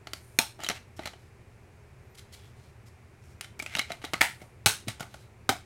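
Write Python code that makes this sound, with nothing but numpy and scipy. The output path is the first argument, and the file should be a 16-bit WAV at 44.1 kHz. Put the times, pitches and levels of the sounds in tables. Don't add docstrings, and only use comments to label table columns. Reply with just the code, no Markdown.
import sys
import numpy as np
from scipy import signal
from scipy.fft import rfft, irfft
from scipy.io import wavfile
from scipy.ndimage import uniform_filter1d

SR = 44100
rng = np.random.default_rng(int(sys.argv[2]) if len(sys.argv) > 2 else 0)


def digitize_waveform(pressure):
    field = np.atleast_2d(pressure).T
    bounded = np.clip(field, -1, 1)
    quanta = np.round(bounded * 32767).astype(np.int16)
    wavfile.write(sys.argv[1], SR, quanta)


N = 249165
SIZE = 8192
HZ = np.fft.rfftfreq(SIZE, 1 / SR)

# [t/s, energy/dB, ring t60/s, room/dB]
RELEASE_BLOWS = [(.3884, 12.5, 0.014, -8.5)]
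SEAT_BLOWS = [(4.2089, -0.5, 0.023, -6), (4.2116, 8.5, 0.032, -6), (4.2162, 10, 0.004, -2.5)]
SPINE_BLOWS = [(4.6602, 11.4, 0.039, -0.7)]
LATCH_BLOWS = [(5.4914, 1.9, 0.022, 1), (5.4922, 9.7, 0.041, -20)]

# [f/Hz, density/(dB per Hz)]
RELEASE_SPECTRUM = [(59, -41.5), (100, -26), (244, -9.5), (480, -16.5), (740, -4.5), (1060, -17.5),
                    (1870, -16), (2520, -4), (3050, -15), (3620, -20), (4110, -21), (6700, -23.5),
                    (7140, -19), (14100, -18), (16000, -30.5)]
SEAT_SPECTRUM = [(59, -28), (100, -9), (513, -17), (891, -3), (1100, -18), (1390, -3), (1550, -11),
                 (1870, 1), (4020, -14.5), (4470, -13.5), (6150, -20), (9020, -18.5), (16000, -26.5)]
SPINE_SPECTRUM = [(59, -30), (100, -24), (406, -10.5), (513, -17), (891, -9), (991, -17.5), (1520, -5.5),
                  (1870, -16.5), (2130, -7.5), (3860, -12.5), (7140, -17.5), (9410, -15), (16000, -25.5)]
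LATCH_SPECTRUM = [(59, -42), (100, -8.5), (177, -8.5), (330, 0.5), (524, -10), (750, 6), (950, -9.5),
                  (1200, -5), (1910, -10.5), (2200, -5), (3320, -30), (3940, -19), (4470, -18), (6560, -17),
                  (16000, -28.5)]

# [f/Hz, width before loss floor/Hz, level/dB]
RELEASE_RESONANCES = [(883, 60, 3), (1437, 790, -7), (2470, 33, -1), (3560, 670, -3), (4140, 250, -2.5),
                      (5396, 340, -2.5), (6540, 110, -5), (8000, 58, -14.5), (8750, 33, -5),
                      (10460, 295, -15.5)]
SEAT_RESONANCES = [(740, 130, -1.5), (1350, 100, -18), (2030, 63, 7.5), (2140, 280, 1), (2700, 46, -16),
                   (3100, 86, -10.5), (4460, 24, -14.5), (4860, 75, -16.5), (6460, 47, -11),
                   (8200, 90, -6.5)]
SPINE_RESONANCES = [(825, 54, 8), (1560, 210, -18), (2690, 43, 6.5), (3870, 220, 9), (4300, 180, 8),
                    (5460, 65, -7), (5400, 100, 4.5), (6450, 26, -3.5), (6390, 42, 6.5), (8000, 190, 3.5),
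                    (8200, 230, -4.5), (9260, 210, 0.5)]
LATCH_RESONANCES = [(304, 76, -10), (747, 120, -9), (1540, 200, -7), (2140, 130, -8), (3140, 240, -6.5),
                    (3770, 380, -8), (4230, 64, -14), (4990, 57, -9.5), (7850, 90, -26), (8620, 76, -19)]

# [t/s, level before colour/dB, weight = low-body lift/dB, hardness = treble slope/(dB/octave), spot f/Hz]
KNOCKS = [(0.071, -5.5, 3, -4.5, 4370), (0.134, 0, -3, -1, 4550), (0.6032, -16.5, 9, -1, 2890),
          (0.6355, -8, 8, 1, 7000), (0.688, 5.5, -4, -.5, 5700), (0.699, 5, -0.5, -3, 4130),
          (0.7036, 1.5, 5.5, -6, 3150), (0.713, -0.5, -3, -5, 4000), (0.9923, -9, 14.5, -5, 3950),
          (1.057, -2, 4.5, -2.5, 4220), (1.0735, -1, -2.5, -4, 4050), (1.134, -16.5, 8.5, -5, 3000),
          (3.4102, -2, -7, -1, 9200), (3.5929, -9.5, -3, 0.5, 2580), (3.624, -8.5, 6.5, 0.5, 7740),
          (3.7517, 8, -11, -4.5, 2760), (3.764, -8.5, 9.5, 0.5, 5700), (3.793, 13, -11, -4, 2200),
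          (3.9036, -3, 8, -8, 680), (3.919, -2.5, -2, -2, 3940), (4.0172, -16.5, 0.5, -5.5, 3900),
          (4.0418, -2.5, 8, -5.5, 1980), (4.0526, -11.5, -2, 0, 3370), (4.1347, 5, 4, -2, 4230),
          (4.141, 8.5, -5, -11.5, 1250), (4.4185, -24.5, 21.5, 1.5, 2210), (4.883, -2, 3.5, 0, 8800),
          (4.9976, -10, 2, -2, 6800), (5.0063, -6.5, 10, 0.5, 1450), (5.028, -9, 4.5, -3, 1200),
          (5.1414, -13.5, 9.5, -1.5, 1450)]
# [f/Hz, level/dB]
KNOCK_SPECTRUM = [(60, -12), (200, -1), (550, -0.5), (2000, -2.5), (5200, -1), (12000, -6.5)]
# [t/s, level before colour/dB, pitch f/Hz]
HUB_CREAKS = [(0.6454, -8.5, 3880), (0.6645, -8.5, 3150), (1.034, -21, 2020), (3.5985, -7.5, 2330),
              (3.6622, -10, 2500), (3.770, -4.5, 3840), (3.786, -4, 3950), (3.792, -6, 3000),
              (3.814, -10.5, 4000), (4.0483, -9.5, 3870)]
# [f/Hz, level/dB]
CREAK_SPECTRUM = [(60, -38), (200, 1.5), (550, 1), (2000, 1.5), (5200, 0.5), (12000, -9)]
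# [f/Hz, width/Hz, lift/dB]
TRAY_RESONANCES = [(290, 240, 3), (490, 180, -6.5), (645, 300, 6.5), (875, 90, 4.5), (1000, 83, -13.5),
                   (1375, 480, 5), (2125, 360, 8.5), (3016, 570, 5), (3900, 240, 1.5)]

# [start t/s, length/s, direct rms/dB, brightest f/Hz]
SCRAPE_STROKES = [(0.586, 0.026, -46.5, 640), (0.6, 0.082, -45.5, 3080), (0.742, .045, -49.5, 2640),
                  (0.96, 0.17, -56, 2430), (1.056, 0.018, -46, 4070), (3.408, 0.062, -50.5, 2870),
                  (3.606, 0.27, -54, 2700), (3.876, 0.086, -51.5, 2500), (3.698, .07, -48, 2300),
                  (4.01, 0.083, -54, 2900), (4.392, 0.051, -58.5, 2200), (4.871, 0.043, -40.5, 3900),
                  (5.005, 0.04, -51, 1500)]
# [start t/s, length/s, direct rms/dB, brightest f/Hz]
SLIDE_STROKES = [(0, .62, -69, 9200), (0.962, 0.024, -59, 5500), (1.15, 0.16, -75, 4950),
                 (2.144, 0.019, -59.5, 4740), (2.168, .039, -53, 3960), (2.318, 0.042, -53, 4400),
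                 (2.26, 0.3, -66.5, 3400), (2.52, 0.22, -71, 4160), (2.852, 0.044, -64.5, 5060),
                 (3.18, .2, -71.5, 5520), (3.85, 0.76, -71, 9400), (5.046, .25, -66, 4000)]
# [start t/s, length/s, from f/Hz, to f/Hz, direct rms/dB]
SKIN_SQUEAKS = [(2.005, 0.07, 12500, 14350, -85.5), (2.07, .09, 13600, 14400, -81.5),
                (2.376, 0.14, 14500, 12500, -86)]
# [t/s, level before rise and high-pass/dB, f/Hz]
MATTRESS_BUMPS = [(.389, -28.5, 186), (3.753, -35, 179), (4.135, -33, 168), (4.212, -30.5, 127),
                  (4.66, -20.5, 109), (4.663, -26.5, 203), (4.872, -26, 264), (4.88, -25, 120),
                  (5.006, -33.5, 139), (5.493, -27, 114)]

# [f/Hz, t60/s]
ROOM_T60 = [(150, .26), (500, 0.18), (1500, 0.24), (4000, .27), (9000, 0.26), (15000, 0.2)]
# [f/Hz, level/dB]
ROOM_SPECTRUM = [(100, -5), (400, -4.5), (900, -0.5), (2500, -3.5), (8000, -0.5), (15000, -1.5)]
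# [f/Hz, density/(dB per Hz)]
AIR_SPECTRUM = [(25, -18.5), (92, -13), (127, -6.5), (166, -15.5), (242, -15.5), (285, -23), (373, -16.5),
                (427, -21.5), (734, -23), (1290, -28), (2400, -27.5), (3200, -39), (9500, -43),
                (16000, -54.5)]
# [f/Hz, width/Hz, rms/dB]
HUM_BANDS = [(80.6, 26, -57.5), (112.75, 28, -58), (393, 84, -68)]

BODY_HZ, KNEE_HZ = 580, 2000
RING_T60_S, RING_DOUBLES_DB = 0.02, 29
ROOM_DB, ROOM_DB_PER_WEIGHT_DB = -8.5, 0.27
THUMP_CYCLES = 8.2
AIR_RMS_DB, EDGE_HZ = -57, 16100


def snap(blows, spectrum, resonances, modes_db):
    broad = evened(gain_of(read(spectrum, HZ)))
    loss = 0.035
    power = np.zeros(len(HZ))
    for hz, width_hz, db in resonances:
        power += gain_of(db) ** 2 * bell(HZ, hz, max(width_hz, loss * hz)) ** 2
    peaks = evened(np.sqrt(power))
    gain = evened(np.hypot(broad, gain_of(modes_db) * peaks))
    out = np.zeros(N)
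    for s, db, ring_t60_s, room_db in blows:
        spike = 0.011 / ring_t60_s
        sound = blow(gain, ring_t60_s, room_db, crack=0.62, crack_t60_s=0.004,
                     rise_share=0.02, spike=spike)
        add(out, s, gain_of(db) * sound)
    return out


def blow(gain, ring_t60_s, room_db, crack, crack_t60_s, rise_share, spike):
    t = np.arange(SIZE) / SR
    swell = 1 - np.exp(-(t / (rise_share * ring_t60_s)) ** 2)
    ring = evened(rng.standard_normal(SIZE) * swell * gain_of(-60 * t / ring_t60_s))
    front = evened(rng.standard_normal(SIZE) * gain_of(-60 * t / crack_t60_s))
    z = rfft(ring + crack * front)
    z /= causal(np.sqrt(uniform_filter1d(abs(z) ** 2, size=90)))
    stop = np.exp(-2j * np.pi * HZ * 0.0006)
    z = (z + spike * stop) / np.hypot(1, spike)
    sound = gain_of(room_db) * room(irfft(stop * causal(all_round(gain))))
    add(sound, 0, irfft(z * causal(gain)))
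    return sound


def all_round(gain):
    k = np.arange(len(gain))
    lo = k - k // 18
    hi = np.minimum(k + k // 18 + 1, len(gain))
    power = np.concatenate([[0], np.cumsum(gain ** 2)])
    return np.sqrt(abs(power[hi] - power[lo]) / (hi - lo))


def clicks():
    out = np.zeros(N)
    body = read([(BODY_HZ, 1), (KNEE_HZ, 0)], HZ)
    octaves_up = np.log2(np.maximum(HZ / KNEE_HZ, 1))
    for s, db, weight_db, hardness_db_per_octave, spot_hz in KNOCKS:
        colour_db = read(KNOCK_SPECTRUM, HZ) + weight_db * body + hardness_db_per_octave * octaves_up
        ring_t60_s = RING_T60_S * 2 ** (weight_db / RING_DOUBLES_DB)
        room_db = ROOM_DB + ROOM_DB_PER_WEIGHT_DB * weight_db
        add(out, s, knock(db, colour_db, spot_hz, lift_db=10.5, spot_width=0.09,
                          ring_t60_s=ring_t60_s, room_db=room_db))
    return out


def creaks():
    out = np.zeros(N)
    for s, db, hz in HUB_CREAKS:
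        add(out, s, knock(db, read(CREAK_SPECTRUM, HZ), hz, lift_db=18, spot_width=0.105,
                          ring_t60_s=0.02, room_db=-8))
    return out


def knock(db, colour_db, spot_hz, lift_db, spot_width, ring_t60_s, room_db, top_hz=12500, spike_s=0.011):
    spot_db = lift_db * bell(HZ, spot_hz, spot_width * spot_hz)
    gain = treble_cut(top_hz) * gain_of(db + colour_db + tray_db(HZ) + spot_db)
    return blow(gain, ring_t60_s, room_db, crack=0.68, crack_t60_s=0.0038,
                rise_share=0.061, spike=spike_s / ring_t60_s)


def tray_db(hz):
    return sum(db * bell(hz, centre_hz, width_hz) for centre_hz, width_hz, db in TRAY_RESONANCES) - 3.5


def treble_cut(top_hz):
    return 1 / np.sqrt(1 + (HZ / top_hz) ** 10)


def scrapes():
    return rubs(SCRAPE_STROKES, below_db=3, above_db=7, lift_db=4.5, lift_width=0.05,
                slips_per_s=800, grain_db=7, clump_db=0)


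def slides():
    return rubs(SLIDE_STROKES, below_db=7.5, above_db=4.5, lift_db=5.5, lift_width=0.057,
                slips_per_s=1300, grain_db=3.5, clump_db=1.5)


def rubs(strokes, below_db, above_db, lift_db, lift_width, slips_per_s, grain_db, clump_db, top_hz=12500):
    smooth = 0.38
    out = np.zeros(N)
    for s, length_s, db, hz in strokes:
        count = int(length_s * SR)
        hiss = rng.standard_normal(SR)
        chance = rng.random(SR)
        size = rng.exponential(1, SR)
        grains = np.sign(hiss) * (chance < slips_per_s / SR) * gain_of(grain_db * np.minimum(size, 3))
        slips = smooth * hiss + grains
        slips *= gain_of(clump_db * evened(uniform_filter1d(rng.standard_normal(SR), size=220)))
        octaves = np.log2((HZ + 1) / hz)
        slope_db = np.minimum(below_db * octaves, -above_db * octaves)
        colour_db = slope_db + lift_db * bell(HZ, hz, lift_width * hz)
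        colour = treble_cut(top_hz) * gain_of(colour_db + tray_db(HZ))
        stroke = slips[:count] * signal.windows.tukey(count, 0.7)
        sound = signal.fftconvolve(stroke, irfft(causal(colour)))
        add(out, s, gain_of(db) * sound / np.sqrt(np.sum(sound ** 2) / count))
    return out


def squeaks(jitter=0.03):
    out = np.zeros(N)
    for s, length_s, from_hz, to_hz, db in SKIN_SQUEAKS:
        count = int(length_s * SR)
        hz = np.linspace(from_hz, to_hz, count) * (1 + jitter * rng.standard_normal(SR)[:count])
        tone = np.sin(2 * np.pi * np.cumsum(hz) / SR)
        add(out, s, gain_of(db) * evened(tone * np.hanning(count)))
    return out


def thumps(rise_s=0.00088, cut_hz=70):
    out = np.zeros(N)
    t = np.arange(SIZE) / SR
    for s, db, hz in MATTRESS_BUMPS:
        envelope = gain_of(db - 60 * t * hz / THUMP_CYCLES) * (1 - np.exp(-t / rise_s))
        add(out, s, envelope * np.sin(2 * np.pi * hz * t))
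    return signal.sosfilt(signal.butter(2, cut_hz, "high", fs=SR, output="sos"), out)


def room(x, first_s=0.004, build_s=0.004):
    count = 2 * SIZE
    t, hz = np.arange(count) / SR, np.fft.rfftfreq(count, 1 / SR)
    sparse = rng.standard_normal(count) * (rng.random(count) < 9000 / SR)
    taps = sparse * np.clip((t - first_s) / build_s, 0, 1)
    bands_hz, at_s, z = signal.stft(taps, SR, nperseg=256)
    decay = gain_of(-60 * at_s / read(ROOM_T60, bands_hz)[:, None])
    tail = signal.istft(z * decay, SR, nperseg=256)[1]
    z = rfft(tail, count)
    z *= causal(gain_of(read(ROOM_SPECTRUM, hz)) / np.sqrt(uniform_filter1d(abs(z) ** 2, size=110)))
    return signal.fftconvolve(x, irfft(z))


def air():
    hz = np.fft.rfftfreq(N, 1 / SR)
    hiss = irfft(rfft(rng.standard_normal(N)) * gain_of(read(AIR_SPECTRUM, hz)), N)
    out = gain_of(AIR_RMS_DB) * evened(hiss)
    for centre_hz, width_hz, db in HUM_BANDS:
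        hum = irfft(rfft(rng.standard_normal(N)) * bell(hz, centre_hz, width_hz), N)
        out += gain_of(db) * evened(hum)
    return out


def gain_of(db):
    return 10 ** (np.asarray(db) / 20)


def evened(x):
    return x / np.sqrt(np.mean(x ** 2) + 1e-20)


def read(points, hz):
    f, value = np.transpose(points)
    return np.interp(np.log(hz + 1), np.log(f + 1), value)


def add(mix, s, sound):
    part = mix[max(round(s * SR), 0):][:len(sound)]
    part += sound[:len(part)]


def bell(hz, centre_hz, width_hz):
    return 1 / (1 + (2 * (hz - centre_hz) / width_hz) ** 2)


def causal(gain):
    log_gain = np.log(np.maximum(gain, 1e-5))
    circle = np.concatenate([log_gain, log_gain[-2:0:-1]])
    return np.exp(np.conj(signal.hilbert(circle)))[:len(gain)]


def scene():
    release = snap(RELEASE_BLOWS, RELEASE_SPECTRUM, RELEASE_RESONANCES, modes_db=1.5)
    seat = snap(SEAT_BLOWS, SEAT_SPECTRUM, SEAT_RESONANCES, modes_db=-6.5)
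    spine = snap(SPINE_BLOWS, SPINE_SPECTRUM, SPINE_RESONANCES, modes_db=-4.5)
    latch = snap(LATCH_BLOWS, LATCH_SPECTRUM, LATCH_RESONANCES, modes_db=-7.5)
    hard = release + seat + spine + latch + clicks() + creaks()
    soft = scrapes() + slides() + squeaks() + thumps()
    soft_room = gain_of(-5) * room(soft)[:N]
    return (hard + soft + soft_room + air())[None]


def record(dry):
    held = np.clip(dry, -1, 1)
    low_pass = signal.firwin(255, EDGE_HZ, window=("kaiser", 8), fs=SR)
    return signal.oaconvolve(held, low_pass[None], "same")


dry = scene()
out = record(dry)
digitize_waveform(out)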